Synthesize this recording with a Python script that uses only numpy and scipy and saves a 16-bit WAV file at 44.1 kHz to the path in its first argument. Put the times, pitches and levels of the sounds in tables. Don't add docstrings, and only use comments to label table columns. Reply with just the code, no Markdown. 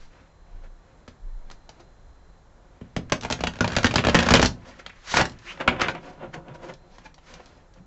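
import sys
import numpy as np
from scipy import signal
from scipy.fft import rfft, irfft, next_fast_len
from scipy.io import wavfile
from scipy.ndimage import map_coordinates

SR = 44100
rng = np.random.default_rng(int(sys.argv[2]) if len(sys.argv) > 2 else 0)


def digitize_waveform(pressure):
    field = np.atleast_2d(pressure).T
    bounded = np.clip(field, -1, 1)
    quanta = np.round(bounded * 32767).astype(np.int16)
    wavfile.write(sys.argv[1], SR, quanta)


N = 346626
HIT_TIME = np.arange(5400) / SR

# frequency in Hz, level in dB.
AIR_COLOUR = [(12, -22), (20, 1), (48, -4.5), (223, -22), (874, -24.5), (1470, -30.5), (1800, -31.5),
              (2610, -42.5), (3790, -40.5), (4080, -38), (4400, -44.5), (7050, -42.5), (7600, -43.5),
              (9880, -76.5), (16700, -120)]
# pitch in Hz, how far it wanders in Hz, level in dB.
HUMS = [(160, 5, -67.5), (4102, 12, -82)]
# middle in seconds, half length in seconds, level in dB, pitch in Hz.
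TABLE_SWAYS = [(.0, 0.1, -39, 14), (0.625, 0.12, -35.5, 28), (0.6, 0.091, -52.5, 86),
               (1.313, 0.081, -30, 28), (1.44, 0.12, -35.5, 15), (2.037, 0.055, -44, 30),
               (2.1, 0.027, -46.5, 62)]
# time in
# seconds, level of the rubbing in dB.
STEADY_RUB = [(0.3, -75), (1.8, -76.5), (2.0, -79.5), (2.45, -84), (2.66, -72), (3.0, -70.5), (3.6, -52),
              (4.0, -42.5), (4.44, -46.5), (4.48, -58.5), (4.62, -66), (4.95, -59), (5.3, -65), (5.4, -66),
              (5.6, -61), (5.75, -66), (5.95, -65.5), (6.0, -66.5), (6.4, -71.5), (6.7, -67.5), (6.75, -92),
              (6.85, -69), (7.6, -67), (7.86, -81.5)]
# middle in seconds, half length in seconds, rub level in dB, hiss in dB above the rub.
STROKES = [(0.022, 0.037, -64.5, 8), (0.649, 0.021, -61.5, -8), (1.806, 0.0089, -60.5, 5),
           (4.691, 0.032, -55, 2), (4.798, 0.0083, -47, -1.5), (5.115, 0.039, -44, 12),
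           (5.172, 0.029, -24, 1), (5.21, 0.013, -24, -9), (5.49, 0.045, -46, -1),
           (5.615, 0.013, -38, -12.5), (5.721, 0.053, -39.5, -29), (5.818, 0.018, -29, -19),
           (5.851, 0.026, -32.5, -27), (5.897, 0.017, -38, -3), (5.959, 0.023, -44, -30),
           (6.069, 0.048, -53, -4.5), (6.235, 0.03, -47.5, -33), (6.345, 0.0082, -39, -3.5),
           (6.355, 0.016, -52, -36), (6.497, 0.029, -54, -24), (6.553, 0.0096, -53, -0.5),
           (6.642, 0.019, -50.5, -6), (6.7, 0.022, -54, -5), (6.958, 0.055, -69, 8),
           (7.06, 0.0115, -50, -3), (7.309, 0.049, -61.5, 5.5), (7.404, 0.0056, -50.5, -16),
           (7.487, 0.11, -75, 6.5), (7.774, 0.028, -68, 0)]
# time in seconds, level of the hollow sound in dB above the rub.
HOLLOWNESS = [(0, 0.5), (0.6, 6), (2.6, 12), (3.2, -3), (4.4, 4.5), (4.55, 11), (4.8, -4), (5.1, -16),
              (5.2, 2), (5.3, -4), (5.5, -6.5), (5.6, 9), (5.72, 9.5), (5.8, -0.5), (5.9, 2.5), (6.1, 9),
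              (6.28, 10.5), (6.34, -0.5), (6.38, 22.5), (6.5, 10), (6.7, 10), (6.9, 11), (7.1, -6.5),
              (7.4, 4), (7.86, 10.5)]
# frequency in Hz, level in dB.
FACE_COLOUR = [(500, -28), (1000, 6.5), (1600, 9.5), (2400, 5), (3500, -1.5), (5000, -36)]
EDGE_COLOUR = [(1800, -9), (3000, -8.5), (4000, -5.5), (4800, -6.5), (6500, -9), (7600, -15.5), (9000, -12)]
BEND_COLOUR = [(290, -32.5), (500, -0.5), (892, 0), (1070, -3), (1640, -2), (1990, -5), (2820, -5),
               (4260, -15.5), (4500, -17), (5850, -30), (9900, -120)]
# pitch in Hz, width in Hz, level in dB.
LOOSE_DECK_MODES = [(159, 46, -3.5), (254.4, 54, -2.5), (347.2, 31, 0), (534, 51, 1), (724, 62, -3.5),
                    (955, 110, -6), (1461, 110, -13)]
TABLE_MODES = [(70.6, 28, -5), (118.2, 24, -0.5), (174, 14.7, 4), (241, 30.5, 5), (414, 170, 0),
               (580, 220, -0.5)]
SQUARED_DECK_MODES = [(300, 21, -18), (720, 68, 0.5), (983, 43, -3.5), (1458, 99, 5), (1560, 270, -7),
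                      (2284, 150, 1.5), (2960, 390, -6)]
PALM_MODES = [(171, 48, -3), (114, 53, -4.5)]
# frequency in Hz, seconds it takes to fade by 60 dB.
ECHO_FADES = [(100, 0.55), (300, 0.29), (700, 0.2), (2000, 0.15), (6000, 0.16)]
# time in seconds, echo level in dB.
ECHO_LEVELS = [(2.0, -6.5), (2.8, -8)]
# start in seconds, level in dB, ringing pitch in Hz.
PACKET_SLAPS = [(1.078, -33.5, 1330), (1.5, -36, 804), (1.512, -36, 1340), (1.691, -35.5, 880),
                (3.098, -29, 1350), (3.121, -4, 1130), (3.225, -30.5, 813), (3.234, -19, 965),
                (3.249, -15.5, 697), (3.285, -32, 1300), (3.301, -16, 905), (3.309, -16, 752),
                (3.324, -13, 670), (3.39, -30.5, 1640), (3.406, -17.5, 937), (3.437, -9.5, 595),
                (3.47, -11, 2900), (3.536, -28, 1540), (3.556, -29.5, 1450), (3.565, -33, 1510),
                (3.588, -26.5, 640), (3.607, -5, 1424), (3.644, -8, 820), (3.677, -13.5, 607),
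                (3.702, -25, 1500), (3.719, -18, 1730), (3.733, -19, 1520), (3.752, -20.5, 2210),
                (3.765, -3, 637), (3.784, -12, 585), (3.831, -18, 931), (3.844, -2.5, 1522),
                (3.857, -13.5, 1430), (3.867, -9.5, 3176), (3.91, -15, 2470), (3.939, -11.5, 587),
                (3.957, -4, 982), (3.982, -7.5, 2673), (3.99, -11, 1495), (4.005, -17.5, 653),
                (4.039, -13, 1320), (4.049, -7, 715), (4.069, -8, 1240), (4.085, -7, 758), (4.095, -8, 930),
                (4.145, -3, 1005), (4.151, 0, 1700), (4.168, -13, 1685), (4.189, -5.5, 2736),
                (4.203, -14, 1514), (4.227, -9.5, 1472), (4.26, -21, 1480), (4.265, -9, 1477),
                (4.287, -5, 876), (4.306, -4, 1213), (4.319, -7, 842), (4.338, 4, 777), (4.346, -5, 794),
                (4.353, -2.5, 3400), (4.361, -8, 2910), (4.37, -7.5, 2966), (4.395, -4, 582),
                (4.427, -0.5, 626), (4.448, -10.5, 1454), (4.863, -23, 2995), (4.896, -33, 1980),
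                (5.212, -5.5, 720), (5.254, -17, 1820), (6.983, -36.5, 840), (7.18, -37.5, 620)]
# start in seconds, level in dB.
EDGE_TICKS = [(1.082, -44), (1.515, -44.5), (1.692, -41), (2.964, -26), (5.17, -14), (5.809, -24.5),
              (5.815, -17), (3.21, -31), (4.416, -13.5), (4.458, -10), (5.295, -37), (5.319, -43),
              (5.387, -43.5), (6.687, -50), (6.737, -41), (7.142, -43.5), (7.339, -36), (7.458, -44),
              (7.738, -51)]
# start in seconds, level in dB.
HAND_PUSHES = [(2.812, -33.5), (2.988, -33)]
# start in seconds, level in dB, ringing pitch in Hz.
DULL_BLOWS = [(2.813, -42, 570), (2.964, -15.5, 681), (5.14, -8.5, 820), (5.169, -3.5, 925),
              (5.195, -8, 655), (5.574, -31.5, 1800), (5.602, -22, 1490), (5.609, -16.5, 1130),
              (5.677, -0.5, 1468), (5.685, -9, 2363), (5.69, -15.5, 1410), (5.764, -29.5, 1476),
              (5.797, -15.5, 990), (5.816, -10, 1448), (5.884, -8, 779), (5.95, -23, 1140),
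              (6.483, -37, 930)]
# middle in seconds, half length in seconds, level in dB, pitch in Hz, climb in Hz per second.
CORNER_SCRAPES = [(4.799, 0.0069, -44.5, 1680, 0), (4.904, 0.0078, -43.5, 2050, 0),
                  (5.09, 0.029, -44, 1807, 3), (5.496, 0.029, -39, 2454, 9000.5)]
# middle in seconds, level in dB.
PALM_PATS = [(6.281, -44), (6.374, -43), (6.525, -41.5), (6.555, -49), (7.361, -53), (7.8, -49)]
# pitch in Hz, level in dB.
SQUEAK_TONES = [(870, 3), (1680, -2), (2400, -2), (4100, -11.5)]


def amp(db):
    return 10 ** (np.asarray(db) / 20)


def unit(x):
    return x / np.sqrt(np.mean(x ** 2) + 1e-20)


def along(points, hz):
    freqs, values = np.transpose(points)
    return np.interp(np.log(hz + 1), np.log(freqs + 1), values)


def curve(points):
    return np.interp(np.arange(N) / SR, *np.transpose(points))


def wobble(rate):
    return map_coordinates(rng.standard_normal(int(N * rate / SR) + 4), [np.arange(N) * rate / SR])


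def swell(middle, half, squareness):
    out = np.zeros(N)
    near = np.arange(max(round((middle - 5 * half) * SR), 0), min(round((middle + 5 * half) * SR), N))
    out[near] = np.exp(-(np.abs(near / SR - middle) / half) ** squareness)
    return out


def filtered(x, response):
    size = next_fast_len(N + SR // 2, True)
    gain = response(np.fft.rfftfreq(size, 1 / SR))
    return irfft(rfft(x, size) * gain / np.sqrt(np.mean(np.abs(gain) ** 2)), size)[:N]


def colour(points):
    def response(hz):
        cepstrum = irfft(np.log(amp(along(points, hz)) + 1e-4))
        cepstrum[1:len(cepstrum) // 2] *= 2
        cepstrum[len(cepstrum) // 2 + 1:] = 0
        return np.exp(rfft(cepstrum))
    return response


def modes(table):
    return lambda hz: sum((-1) ** k * amp(db) * 1j * hz * width / (pitch**2 - hz**2 + 1j * hz * width)
                          for k, (pitch, width, db) in enumerate(table))


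def fade(seconds):
    return amp(-60 * HIT_TIME / seconds)


def crack(tail, tail_s=0.056):
    return (fade(0.011) + tail * fade(tail_s)) * (1 - np.exp(-HIT_TIME / 0.00076))


def hit_noise():
    return rng.standard_normal(len(HIT_TIME))


def place(hits):
    track = np.zeros(N + SR)
    for start, sound in hits:
        track[round(start * SR):][:len(sound)] += sound
    return track[:N]


def room_air(level_db=-53):
    air = amp(level_db + wobble(0.69)) * unit(filtered(rng.standard_normal(N), colour(AIR_COLOUR)))
    for hz, wander_hz, db in HUMS:
        level = amp(db + 3.2 * wobble(4.3))
        pitch = hz + wander_hz * wobble(4.5)
        air += level * unit(np.sin(2 * np.pi * np.cumsum(pitch) / SR))
    return air


def table_sway():
    t = np.arange(N) / SR
    drift = np.cumsum(3 * wobble(30.1)) / SR
    rocking = sum(amp(db) * swell(middle, half, 3.3) * np.sin(2 * np.pi * (hz * t + drift))
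                  for middle, half, db, hz in TABLE_SWAYS)
    return amp(2.2 * wobble(25.2)) * rocking


def friction(response, per_second, spread_db, uneven_db):
    caught = rng.random(N) < per_second / SR
    sizes = amp(spread_db * np.minimum(rng.exponential(size=N), 2.5))
    grit = (unit(caught * sizes) + 2.0) * rng.standard_normal(N) * amp(uneven_db * wobble(90))
    return unit(filtered(grit, response))


def card_slides():
    rub = amp(curve(STEADY_RUB) + 4.7 * wobble(7.4))
    hiss = amp(-5.5) * rub
    for middle, half, db, hiss_db in STROKES:
        stroke = amp(db) * swell(middle, half, 1.62)
        rub += stroke
        hiss += amp(hiss_db) * stroke
    faces = friction(colour(FACE_COLOUR), per_second=2500, spread_db=2.5, uneven_db=2.5)
    edges = friction(colour(EDGE_COLOUR), per_second=3300, spread_db=0.87, uneven_db=1.5)
    hollow = friction(modes(LOOSE_DECK_MODES), per_second=400, spread_db=1.0, uneven_db=1.0)
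    return rub * faces + hiss * edges + rub * amp(curve(HOLLOWNESS)) * hollow


def room_echo(x, chunk=8192, delay_samples=150):
    echoes = np.zeros(N + SR)
    for at in range(0, N, chunk):
        hz, t, spectrum = signal.stft(rng.standard_normal(SR // 3), SR, nperseg=256)
        fading = amp(-60 * t / along(ECHO_FADES, hz)[:, None])
        tail = signal.istft(spectrum * fading, SR, nperseg=256)[1]
        echo = signal.fftconvolve(x[at:at + chunk], tail / np.linalg.norm(tail))
        echoes[at + delay_samples:][:len(echo)] += echo
    return echoes[:N]


def card_slaps(rows, thump_db, snap_db, scatter_db=3.5, lifted_s=4.5):
    bends, snaps, thumps, rings = [], [], [], []
    for start, db, hz in rows:
        flutter = np.repeat(amp(3.5 * rng.standard_normal(len(HIT_TIME) // 60)), 60)
        shape = crack(0.5 * flutter)
        shape *= np.linalg.norm(crack(0.5)) / np.linalg.norm(shape)
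        bends.append((start, amp(db - 8) * shape * hit_noise()))
        snap = amp(db + snap_db + scatter_db * rng.normal())
        snaps.append((start, snap * shape * fade(0.15) * hit_noise()))
        lifted_db = -8 if start > lifted_s else 0
        thump = amp(db + thump_db + lifted_db + scatter_db * rng.normal())
        thumps.append((start, thump * fade(0.025) * (0.67 + hit_noise())))
        drift = np.cumsum(0.18 * hit_noise())
        rings.append((start, amp(db - 6.5) * fade(0.025) * np.sin(2 * np.pi * hz * HIT_TIME + drift)))
    return (filtered(place(bends), colour(BEND_COLOUR)) + filtered(place(snaps), colour(EDGE_COLOUR))
            + filtered(place(thumps), modes(TABLE_MODES)) + place(rings))


def edge_ticks():
    flicks = place((start, amp(db) * crack(0.5) * hit_noise()) for start, db in EDGE_TICKS)
    return filtered(flicks, colour(EDGE_COLOUR))


def hand_pushes():
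    pushes = place((start, amp(db) * fade(0.025) * (0.46 + hit_noise())) for start, db in HAND_PUSHES)
    return filtered(pushes, modes(TABLE_MODES))


def dull_blows():
    blows = place((start, amp(db - 8) * crack(0.4, tail_s=0.042) * hit_noise())
                  for start, db, _ in DULL_BLOWS)
    block = filtered(blows, modes(SQUARED_DECK_MODES))
    return block + card_slaps(DULL_BLOWS, thump_db=-17, snap_db=-35)


def corner_scrapes(width_hz=650):
    noise_a, noise_b = wobble(2 * width_hz), wobble(2 * width_hz)
    scrapes = np.zeros(N)
    for middle, half, db, hz, climb in CORNER_SCRAPES:
        t = np.arange(N) / SR - middle
        phase = 2 * np.pi * (hz + 0.5 * climb * t) * t
        band = noise_a * np.sin(phase) + noise_b * np.cos(phase)
        scrapes += amp(db) * swell(middle, half, 2.5) * band
    return scrapes


def palm_pats():
    puffs = sum(amp(db) * swell(middle, 0.026, 1.9) for middle, db in PALM_PATS)
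    return puffs * unit(filtered(rng.standard_normal(N), modes(PALM_MODES)))


def finger_squeak(middle_s=7.063, half_s=0.0079, level_db=-44):
    t = np.arange(N) / SR - middle_s
    drift = np.cumsum(0.028 * rng.standard_normal(N))
    tones = sum(amp(db) * np.sin(2 * np.pi * hz * t + k * drift)
                for k, (hz, db) in enumerate(SQUEAK_TONES, 1))
    return amp(level_db) * swell(middle_s, half_s, 2) * tones


def scene():
    hits = hand_pushes() + edge_ticks() + dull_blows()
    hits += card_slaps(PACKET_SLAPS, thump_db=-15, snap_db=-9.5)
    cards = hits + card_slides() + finger_squeak() + corner_scrapes() + palm_pats()
    echo = room_echo(amp(curve(ECHO_LEVELS)) * cards)
    return (cards + echo + table_sway() + room_air())[None]


def record(dry, rolloff_hz=7800, top_hz=8150, spray_top_hz=15800):
    size = next_fast_len(N + SR // 2, True)
    hz = np.fft.rfftfreq(size, 1 / SR)
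    squeezed = dry / (1 + np.abs(dry / 0.75) ** 4) ** (1 / 4)
    treble_cut = (hz < top_hz) / (1 + (hz / rolloff_hz) ** 60)
    dulled = irfft(rfft(squeezed, size) * treble_cut, size)
    clipped = np.clip(dulled, -0.72, 0.72)
    return irfft(rfft(clipped, size) * (hz < spray_top_hz), size)[:, :N]


dry = scene()
out = record(dry)
digitize_waveform(out)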